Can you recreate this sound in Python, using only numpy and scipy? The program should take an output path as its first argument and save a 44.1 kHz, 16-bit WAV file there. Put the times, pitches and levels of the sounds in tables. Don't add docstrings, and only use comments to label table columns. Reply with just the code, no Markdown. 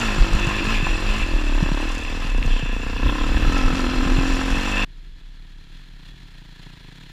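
import sys
import numpy as np
from scipy import signal
from scipy.fft import rfft, irfft
from scipy.io import wavfile
from scipy.ndimage import uniform_filter1d

SR = 44100
rng = np.random.default_rng(int(sys.argv[2]) if len(sys.argv) > 2 else 0)


def to_wav(sig):
    pcm = np.clip(np.atleast_2d(sig), -1, 1) * 32767
    pcm = np.round(pcm).astype(np.int16)
    wavfile.write(sys.argv[1], SR, pcm.T)


N = 313981
TIME = np.arange(N) / SR
CUT_S = 4.848


def undb(db):
    return 10 ** (np.asarray(db) / 20)


def unit(x):
    return x / np.sqrt(np.mean(x ** 2))


def steady(x, size=6000):
    power = uniform_filter1d(uniform_filter1d(x ** 2, size), size)
    return x / np.sqrt(np.maximum(power, 0) + 1e-18)


def curves(table):
    times, *columns = np.transpose(table)
    return [np.interp(TIME, times, column) for column in columns]


def wander(rate_hz):
    hold = int(SR / rate_hz)
    steps = np.repeat(rng.standard_normal(800), hold)[:N]
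    return 1.3 * uniform_filter1d(uniform_filter1d(steps, hold), hold)


def swells(base_db, table):
    bells = sum(undb(db) ** 2 * np.exp(-2 * ((TIME - s) / half_s) ** 2) for s, db, half_s in table)
    return np.sqrt(undb(base_db) ** 2 + bells)


def engine_gain(drive, revs, base_db, drive_db, octave_db):
    return undb(base_db + drive_db * drive + octave_db * np.log2(revs / 40))


def colour(x, points, size=16384):
    hz, db = np.transpose(points)
    freqs = np.maximum(np.fft.rfftfreq(size, 1 / SR), 1)
    cepstrum = irfft(np.log(undb(np.interp(np.log(freqs), np.log(hz), db))))
    cepstrum[1:size // 2] *= 2
    cepstrum[size // 2 + 1:] = 0
    return signal.fftconvolve(x, irfft(np.exp(rfft(cepstrum))))[:N]


def band(x, hz, width):
    return signal.lfilter(*signal.iirpeak(hz, hz / width, fs=SR), x)


def gliding_band(x, hz, width):
    spin = np.exp(2j * np.pi * np.cumsum(hz) / SR)
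    pole = np.exp(-np.pi * width / SR)
    return 2 * (1 - pole) * (spin * signal.lfilter([1], [1, -pole], x / spin)).real


def ring(x, modes, alternate=False):
    signs = (-1) ** (np.arange(len(modes)) * alternate)
    return sum(sign * undb(db) * band(x, hz, width) for sign, (hz, width, db) in zip(signs, modes))


def restless_ring(x, modes, drift=.007, flicker_db=1.7):
    return sum(undb(db + flicker_db * wander(rate_hz=9))
               * gliding_band(x, hz * (1 + drift * wander(rate_hz=5.1)), width)
               for hz, width, db in modes)


def count_cycles(speeds, start):
    running = TIME >= speeds[0][0]
    return start + np.cumsum(curves(speeds)[0] * running) / SR


def pulses(cycles, scatter_db, jitter_s):
    whole = np.arange(np.ceil(cycles[0]), cycles[-1])
    size, slip = rng.standard_normal((len(whole), 2)).T
    at = np.searchsorted(cycles, whole) + (slip * jitter_s * SR).astype(int)
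    return np.bincount(np.clip(at, 0, N - 1), undb(scatter_db * size), N)


def puffs(kicks, rise_s, fall_s):
    t = np.arange(SR // 10) / SR
    envelope = (1 - np.exp(-t / rise_s)) * np.exp(-t / fall_s)
    return unit(signal.fftconvolve(kicks, envelope)[:N] * rng.standard_normal(N))


def wind(riding_db=-23.5, hilltop_db=-36, calming_db_per_s=4):
    # (frequency [Hz], gain [dB])
    rumble_eq = [(12, -20), (22, -9), (30, 10), (38, -5.5), (48, -8.5), (62, -15), (100, -22.5),
                 (170, -29.5), (400, -38), (1500, -74)]
    # (time [s], level [dB], half-length [s])
    gusts = [(0.218, -9, 0.024), (0.35, -9.5, 0.026), (0.87, -20.5, 0.2), (1.16, -18.5, 0.096),
             (1.35, -14, 0.029), (1.58, -17.5, 0.21), (2.45, -12, 0.12), (2.735, -13, 0.015),
             (3.083, -13.5, 0.051), (3.434, -15, 0.21), (3.683, -14, 0.048), (4.147, -17.5, 0.25),
             (4.526, -17, 0.026)]
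    bed_db = np.where(TIME < CUT_S, riding_db, hilltop_db - calming_db_per_s * (TIME - CUT_S))
    return steady(colour(rng.standard_normal(N), rumble_eq)) * swells(bed_db, gusts)


def rattle(cycles, tick_db, grain_db, scatter_db):
    soft = pulses(cycles - .25, scatter_db, jitter_s=.0011)
    hard = undb(5) * pulses(cycles - .85, scatter_db, jitter_s=.0005)
    chatter = rng.standard_normal(N)
    chatter *= undb(grain_db * np.repeat(rng.standard_normal(N // 64 + 1), 64)[:N])
    return unit(chatter) + undb(tick_db) * puffs(soft + hard, rise_s=.0002, fall_s=.023)


def far_bike(echo_s=.00682, echo_db=-4, ping_lag_s=.00296):
    # (time [s], rate [firings/s])
    speeds = [(4.85, 39.03), (4.95, 36.6), (5.04, 47.88), (5.25, 36.99), (5.45, 37.72), (5.7, 34.71),
              (5.78, 47.45), (5.95, 36.6), (6.02, 27.7), (6.14, 43.88), (6.21, 45.62), (6.28, 31.13),
              (6.5, 27.7), (6.7, 29.12), (6.89, 24.71), (7.02, 40.83), (7.12, 22.96)]
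    # (frequency [Hz], gain [dB])
    thud_eq = [(30, -35), (70, 1), (140, 7), (200, 4.5), (300, -3), (420, -15), (900, -34.5), (3000, -77)]
    edge_eq = [(150, -14), (380, 4), (550, -3), (950, -7), (1200, -13), (3000, -20), (9000, -55)]
    clatter_eq = [(100, 3), (300, -6), (600, -14), (1100, -11), (2200, -6.5), (2900, -5), (4100, -6),
                  (5000, -14), (6200, -21), (8000, -27.5), (11500, -35), (15500, -31)]
    # (frequency [Hz], width [Hz], gain [dB])
    case_modes = [(1357, 29, 1), (1726, 200, 5.1), (3380, 99, 2.4), (4140, 53, 2.2), (7100, 580, 0.91),
                  (10200, 3700, 1.3)]
    # (time [s], swell gain [dB], half-length [s])
    blips = [(5.76, -2.5, 0.059), (6.076, -1.5, 0.073), (6.66, -2, 0.07)]
    cycles, revs = count_cycles(speeds, start=.07), curves(speeds)[0]
    approach_s = TIME - CUT_S
    firings = pulses(cycles, scatter_db=-2, jitter_s=.0001)
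    doubled = firings + undb(echo_db) * np.roll(firings, int(echo_s * SR))
    thud = steady(colour(doubled, thud_eq))
    front = colour(unit(firings) + undb(-13) * puffs(firings, rise_s=.001, fall_s=.005), edge_eq)
    ping = undb(9) * band(front, hz=950, width=110)
    edge = steady(front + np.roll(ping, int(ping_lag_s * SR)))
    clatter = colour(rattle(cycles + .25, tick_db=-8, grain_db=1.8, scatter_db=1.6), clatter_eq)
    throb_db = 1.1 * np.maximum(approach_s, 0) * np.cos(2 * np.pi * (cycles - .05)) + wander(rate_hz=50)
    clatter = steady(undb(throb_db) * (clatter + ring(clatter, case_modes) * undb(-.5)))
    thud *= engine_gain(approach_s, revs, base_db=-55, drive_db=4.2, octave_db=-1.3)
    edge *= engine_gain(approach_s, revs, base_db=-69, drive_db=4.6, octave_db=-6)
    clatter *= engine_gain(approach_s, revs, base_db=-55, drive_db=3.8, octave_db=.93)
    return (thud + edge + clatter) * swells(-1.6, blips)


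def grit(throttle, revs, grains_per_s=260, size_db=5, patchy_db=3):
    # (frequency [Hz], width [Hz], gain [dB])
    grit_bands = [(4600, 1070, 1), (6170, 2700, -4), (7830, 1000, -10), (11500, 2800, -23)]
    out = np.zeros(N)
    for hz, width, db in grit_bands:
        gain = undb(db + patchy_db * wander(rate_hz=14))
        sizes = undb(size_db * np.minimum(rng.exponential(size=N), 3))
        crackle = puffs(sizes * (rng.random(N) < grains_per_s / SR), rise_s=.0001, fall_s=.0007)
        out += gain * band(band(crackle, hz, width), hz, 2 * width)
    return unit(out) * engine_gain(throttle, revs, base_db=-50, drive_db=2, octave_db=10)


def scrapes(width_hz=520):
    # (time [s], length [s], start pitch [Hz], end pitch [Hz], level [dB])
    strokes = [(1.063, 0.15, 2720, 2850, -31), (2.465, 0.2, 3370, 2900, -35),
               (3.027, 0.106, 3510, 3300, -33.5), (3.155, 0.12, 3250, 3450, -39)]
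    lowpass = signal.butter(2, width_hz / 2, fs=SR, output="sos")
    roughness = unit(signal.sosfilt(lowpass, rng.standard_normal(N)))
    out = np.zeros(N)
    for start_s, length_s, from_hz, to_hz, db in strokes:
        along = np.clip((TIME - start_s) / length_s, 0, 1)
        hz = from_hz + (to_hz - from_hz) * along
        out += roughness * np.sin(2 * np.pi * np.cumsum(hz) / SR) * np.sin(np.pi * along) * undb(db)
    return out


def clacks(rough=.04, burst_s=.003):
    # (time [s], peak [dB], pitch [Hz], width [Hz])
    slaps = [(0.224, -22, 1280, 200), (.868, -13, 1020, 130), (2.428, -13, 2450, 850)]
    # (pitch multiple, gain [dB])
    partials = [(.68, -6), (1, 0), (1.7, -10)]
    out, t = np.zeros(N + SR), np.arange(SR // 20) / SR
    for s, db, hz, width in slaps:
        blow = (t == 0) + rough * rng.standard_normal(len(t)) * np.exp(-t / burst_s)
        modes = [(hz * ratio, width, mode_db) for ratio, mode_db in partials]
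        crack = band(ring(blow, modes, alternate=True), hz, hz)
        i = int(s * SR)
        out[i:i + len(t)] += undb(db) * crack / np.abs(crack).max()
    return out[:N]


def bumps(rise_s=.0085, ring_s=.0031):
    # (time [s], envelope peak [dB], pitch [Hz])
    knocks = [(0.179, -15, 152), (0.301, -27, 136), (0.47, -11.5, 138), (0.672, -20.5, 156),
              (0.826, -15.5, 142), (1.624, -8.5, 160), (1.716, -15, 157), (2.246, -24, 149),
              (2.455, -16.5, 97), (2.63, -16.5, 134), (3.729, -14.5, 171), (4.059, -17, 182),
              (4.181, -11, 129), (4.572, -22, 140)]
    out, t = np.zeros(N + SR), np.arange(SR // 10) / SR
    envelope = (1 - np.exp(-t / rise_s)) ** 2 * np.exp(-t / ring_s)
    for s, db, hz in knocks:
        i = int(s * SR)
        out[i:i + len(t)] += undb(db) * envelope / envelope.max() * np.sin(2 * np.pi * hz * t)
    return out[:N]


def chain_thrash(cycles):
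    # (frequency [Hz], width [Hz], gain [dB])
    chain_modes = [(2430, 200, 5), (2600, 270, 2), (3250, 320, -9), (5400, 1700, -23)]
    # (time [s], level [dB], half-length [s])
    surges = [(.5, -40, 0.055), (0.583, -34, 0.035), (.76, -30, 0.053), (0.904, -35, 0.026),
              (1.106, -39, .04), (1.213, -33, .025)]
    links = rattle(cycles, tick_db=2, grain_db=2.5, scatter_db=7)
    return steady(band(restless_ring(links, chain_modes), hz=2600, width=2400)) * swells(-74, surges)


def ringing_metal(cycles, lift_db=3, flicker_db=1.2):
    # (frequency [Hz], width [Hz], gain [dB])
    metal_modes = [(1025, 50, -12.5), (1752, 106, -11), (2413, 66, -15), (2602.6, 30, -0.5),
                   (2762, 92, -8.5), (3472, 92, -14)]
    # (time [s], level [dB])
    fader = [(0.0, -28), (0.07, -31), (0.13, -37.5), (0.32, -38.5), (0.46, -29.5), (0.66, -34),
             (0.71, -31.5), (0.9, -32.5), (1.02, -38), (1.22, -35), (1.25, -38), (1.93, -39.5), (2.76, -37),
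             (2.79, -40), (3.61, -36), (3.64, -39), (4.62, -36), (4.82, -29.5)]
    gain = undb(curves(fader)[0] + lift_db + flicker_db * wander(rate_hz=10))
    ticks = rattle(cycles, tick_db=-4.5, grain_db=5, scatter_db=4)
    return steady(ring(ticks, metal_modes, alternate=True)) * gain


def case_clatter(cycles, throttle, revs):
    # (frequency [Hz], gain [dB])
    clatter_eq = [(100, -23.5), (400, 0.5), (700, 1.5), (1100, 5), (2000, 1.5), (3200, 0), (3900, -5),
                  (4400, -10), (5600, -13), (6500, -15), (8000, -17.5), (9000, -26.5), (12000, -27),
                  (15500, -33.5)]
    # (frequency [Hz], width [Hz], gain [dB])
    case_modes = [(4183, 69, 1.5), (4700, 90, -1), (5150, 130, -1.5), (5695, 144, 0), (7210, 130, 4.5),
                  (10130, 160, 2)]
    clatter = colour(rattle(cycles, tick_db=-6, grain_db=2, scatter_db=1), clatter_eq)
    clatter = steady(clatter + restless_ring(clatter, case_modes) * undb(8.5))
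    return clatter * engine_gain(throttle, revs, base_db=-37, drive_db=3.94, octave_db=10.9)


def crank_shake(cycles, throttle, revs, drone_db=6, drone_from_hz=49, drone_span_hz=1.87):
    drone = undb(drone_db * np.clip((revs - drone_from_hz) / drone_span_hz, 0, 1))
    first_gain = engine_gain(throttle, revs, base_db=-39.5, drive_db=1.4, octave_db=7)
    second_gain = engine_gain(throttle, revs, base_db=-52, drive_db=7.2, octave_db=15.3) * drone
    angle = 4 * np.pi * cycles
    return np.sqrt(2) * (np.sin(angle) * first_gain + np.sin(2 * angle) * second_gain)


def airbox_honk(cycles, revs, lead_cycles=.63, peakiness=1.1, lag_s=.00038, growl_db=-7.5):
    # (time [s], pitch [Hz], level [dB])
    notes = [(0, 300, -47), (.15, 340, -53), (.3, 317, -37), (.37, 345, -59), (.45, 324, -35),
             (.55, 340, -54), (.62, 298, -30), (.7, 322, -58), (.76, 298, -40), (.97, 303, -45),
             (1.12, 307, -58), (1.27, 330, -42), (1.5, 278, -38.5), (1.72, 276, -44), (1.85, 314, -39),
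             (1.95, 306, -50), (2.92, 288, -72), (3.0, 275, -37), (3.15, 302, -34.5), (3.25, 288, -39),
             (3.45, 302, -37), (3.57, 260, -31.5), (3.8, 253, -30.5), (4.0, 254, -27), (4.25, 274, -28.5),
             (4.55, 246, -31.5), (4.68, 266, -45), (4.84, 300, -69)]
    # (frequency [Hz], gain [dB])
    growl_eq = [(120, -38.5), (220, 3.5), (310, 1.5), (350, 7.5), (405, -21), (465, -3), (560, -8),
                (700, -27), (2000, -55)]
    hz, db = curves(notes)
    phase = (cycles + lead_cycles) % 1
    since_firing_s = (phase - lead_cycles) / revs
    swell = np.abs(np.sin(np.pi * phase)) ** peakiness
    flutter = .22 * wander(rate_hz=70)
    note = -unit(swell * np.cos(2 * np.pi * hz * (since_firing_s - lag_s) + flutter))
    growl = unit(swell * colour(rng.standard_normal(N), growl_eq))
    return (note + undb(growl_db) * growl) * undb(db + wander(rate_hz=32))


def rasp(firings, throttle, revs, uneven_db=2.2, drift=.012):
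    # (frequency [Hz], width [Hz], gain [dB])
    airbox_modes = [(452, 44, -1.5), (853, 206, 0), (1619, 160, 4), (1837, 47, -5), (2500, 250, -10.5),
                    (3350, 88, -2)]
    # (frequency [Hz], width [Hz])
    bark_modes = [(1045, 85), (1340, 75)]
    # (time [s], lower ring [dB], upper ring [dB])
    faders = [(0, -37, -36), (.35, -44, -40), (.5, -30, -46), (.6, -39, -47), (.72, -35, -37),
              (.82, -45, -59), (1.13, -39, -44), (1.35, -47, -58), (1.8, -35, -45), (2.0, -51, -62),
              (2.9, -44, -48), (3.05, -33.5, -38), (3.2, -32, -39.5), (3.36, -42, -44), (3.55, -35, -32),
              (3.9, -38, -37), (4.82, -41, -46)]
    firings = firings * undb(uneven_db * wander(rate_hz=60))
    rush = colour(puffs(-firings, rise_s=.0006, fall_s=.006), [(450, -13), (1000, -5), (1600, 1)])
    drive = firings + rush * throttle * undb(-4.5)
    bark = colour(ring(drive, airbox_modes, alternate=True),
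                  [(150, -9.5), (450, -3.5), (3000, -.5), (7000, -25), (14000, -35)])
    out = steady(bark) * engine_gain(throttle, revs, base_db=-50, drive_db=13.8, octave_db=5.9)
    for (hz, width), db in zip(bark_modes, curves(faders)):
        wavering = gliding_band(drive, hz * (1 + drift * wander(rate_hz=11)), width)
        out += steady(band(wavering, hz, hz / 2)) * undb(db)
    return out


def exhaust_pulses(cycles, throttle, revs, echo_db=-4, misfire_db=2.5):
    # (time [s], pitch [Hz])
    pipe_note = [(0, 234), (.15, 180.6), (.55, 174), (.7, 220), (.95, 159), (1.18, 209), (1.28, 301),
                 (1.8, 302), (1.95, 252), (2.9, 234), (3.1, 257), (4.8, 254)]
    fronts = pulses(cycles, scatter_db=1.2, jitter_s=.00002)
    echoes = pulses(cycles - revs / curves(pipe_note)[0], scatter_db=1.2, jitter_s=.00002)
    stumble = undb(misfire_db * (1 - throttle) ** 2 * wander(rate_hz=40))
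    return -unit(fronts + undb(echo_db) * echoes) * stumble


def silencer(firings, throttle, revs):
    # (frequency [Hz], gain [dB])
    silencer_eq = [(60, -15.5), (140, -9), (230, 7.5), (310, 7), (400, 0.5), (560, -3), (720, -10.5),
                   (1000, -3.5), (1400, -28), (2000, -22.5), (5000, -51.5)]
    beat = steady(colour(firings, silencer_eq))
    return beat * engine_gain(throttle, revs, base_db=-36.5, drive_db=5.75, octave_db=1.7)


def near_bike(slip_cycles=.003):
    # (time [s], rate [firings/s])
    speeds = [(0.0, 60.66), (0.1, 51.56), (0.3, 46.65), (0.38, 52.29), (0.44, 48.16), (0.56, 52.64),
              (0.62, 45.94), (0.72, 57.43), (0.82, 44.39), (0.9, 48.99), (0.96, 40.06), (1.08, 51.84),
              (1.16, 53.69), (1.2, 52.03), (1.24, 42.39), (1.48, 36.32), (1.64, 36.29), (1.76, 34.81),
              (1.92, 43.69), (2.0, 38.41), (2.12, 40.07), (2.26, 44.51), (2.34, 31.18), (2.4, 28.53),
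              (2.5, 36.25), (2.54, 34.75), (2.7, 27.42), (2.85, 30.79), (3.0, 30.12), (3.16, 33.56),
              (3.22, 37.08), (3.36, 37.83), (3.48, 40.54), (3.51, 41.62), (3.57, 47.29), (3.63, 42.54),
              (3.67, 43.52), (3.71, 41.47), (3.77, 45.68), (3.84, 41.06), (3.94, 43.95), (3.99, 40.4),
              (4.05, 46.77), (4.11, 41.92), (4.16, 45.06), (4.35, 44.26), (4.52, 44.58), (4.7, 49.64),
              (4.82, 50.65)]
    # (time [s], throttle [0-1])
    twist_grip = [(0, 0.72), (.25, 0.69), (.35, 0.54), (.47, 0.62), (.58, 0.4), (.7, 0.68), (.8, 0.18),
                  (.97, 0.58), (1.17, 0.1), (1.3, 0.4), (1.5, 0.62), (1.65, 0.98), (1.83, 0.87), (1.93, 0),
                  (2.25, 0.03), (2.38, 0.32), (2.95, 0.57), (3.03, 1), (3.3, 0.9), (3.55, 1), (3.8, 0.88),
                  (4.45, 1), (4.82, 0.72)]
    revs, throttle = curves(speeds)[0], curves(twist_grip)[0]
    cycles = count_cycles(speeds, start=.2) + slip_cycles * throttle ** 2 * wander(rate_hz=18)
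    mechanics = ringing_metal(cycles) + case_clatter(cycles, throttle, revs)
    firings = exhaust_pulses(cycles, throttle, revs)
    return (silencer(firings, throttle, revs) + airbox_honk(cycles, revs) + rasp(firings, throttle, revs)
            + chain_thrash(cycles) + grit(throttle, revs) + crank_shake(cycles, throttle, revs)
            + mechanics)


def scene():
    on_board = np.clip((CUT_S - TIME) / .003, 0, 1)
    ride = near_bike() + bumps() + clacks() + scrapes()
    return (on_board * ride + (1 - on_board) * far_bike() + wind())[None]


def record(dry):
    return signal.sosfilt(signal.ellip(10, .2, 80, 15300, fs=SR, output="sos"), dry)


dry = scene()
out = record(dry)
to_wav(out)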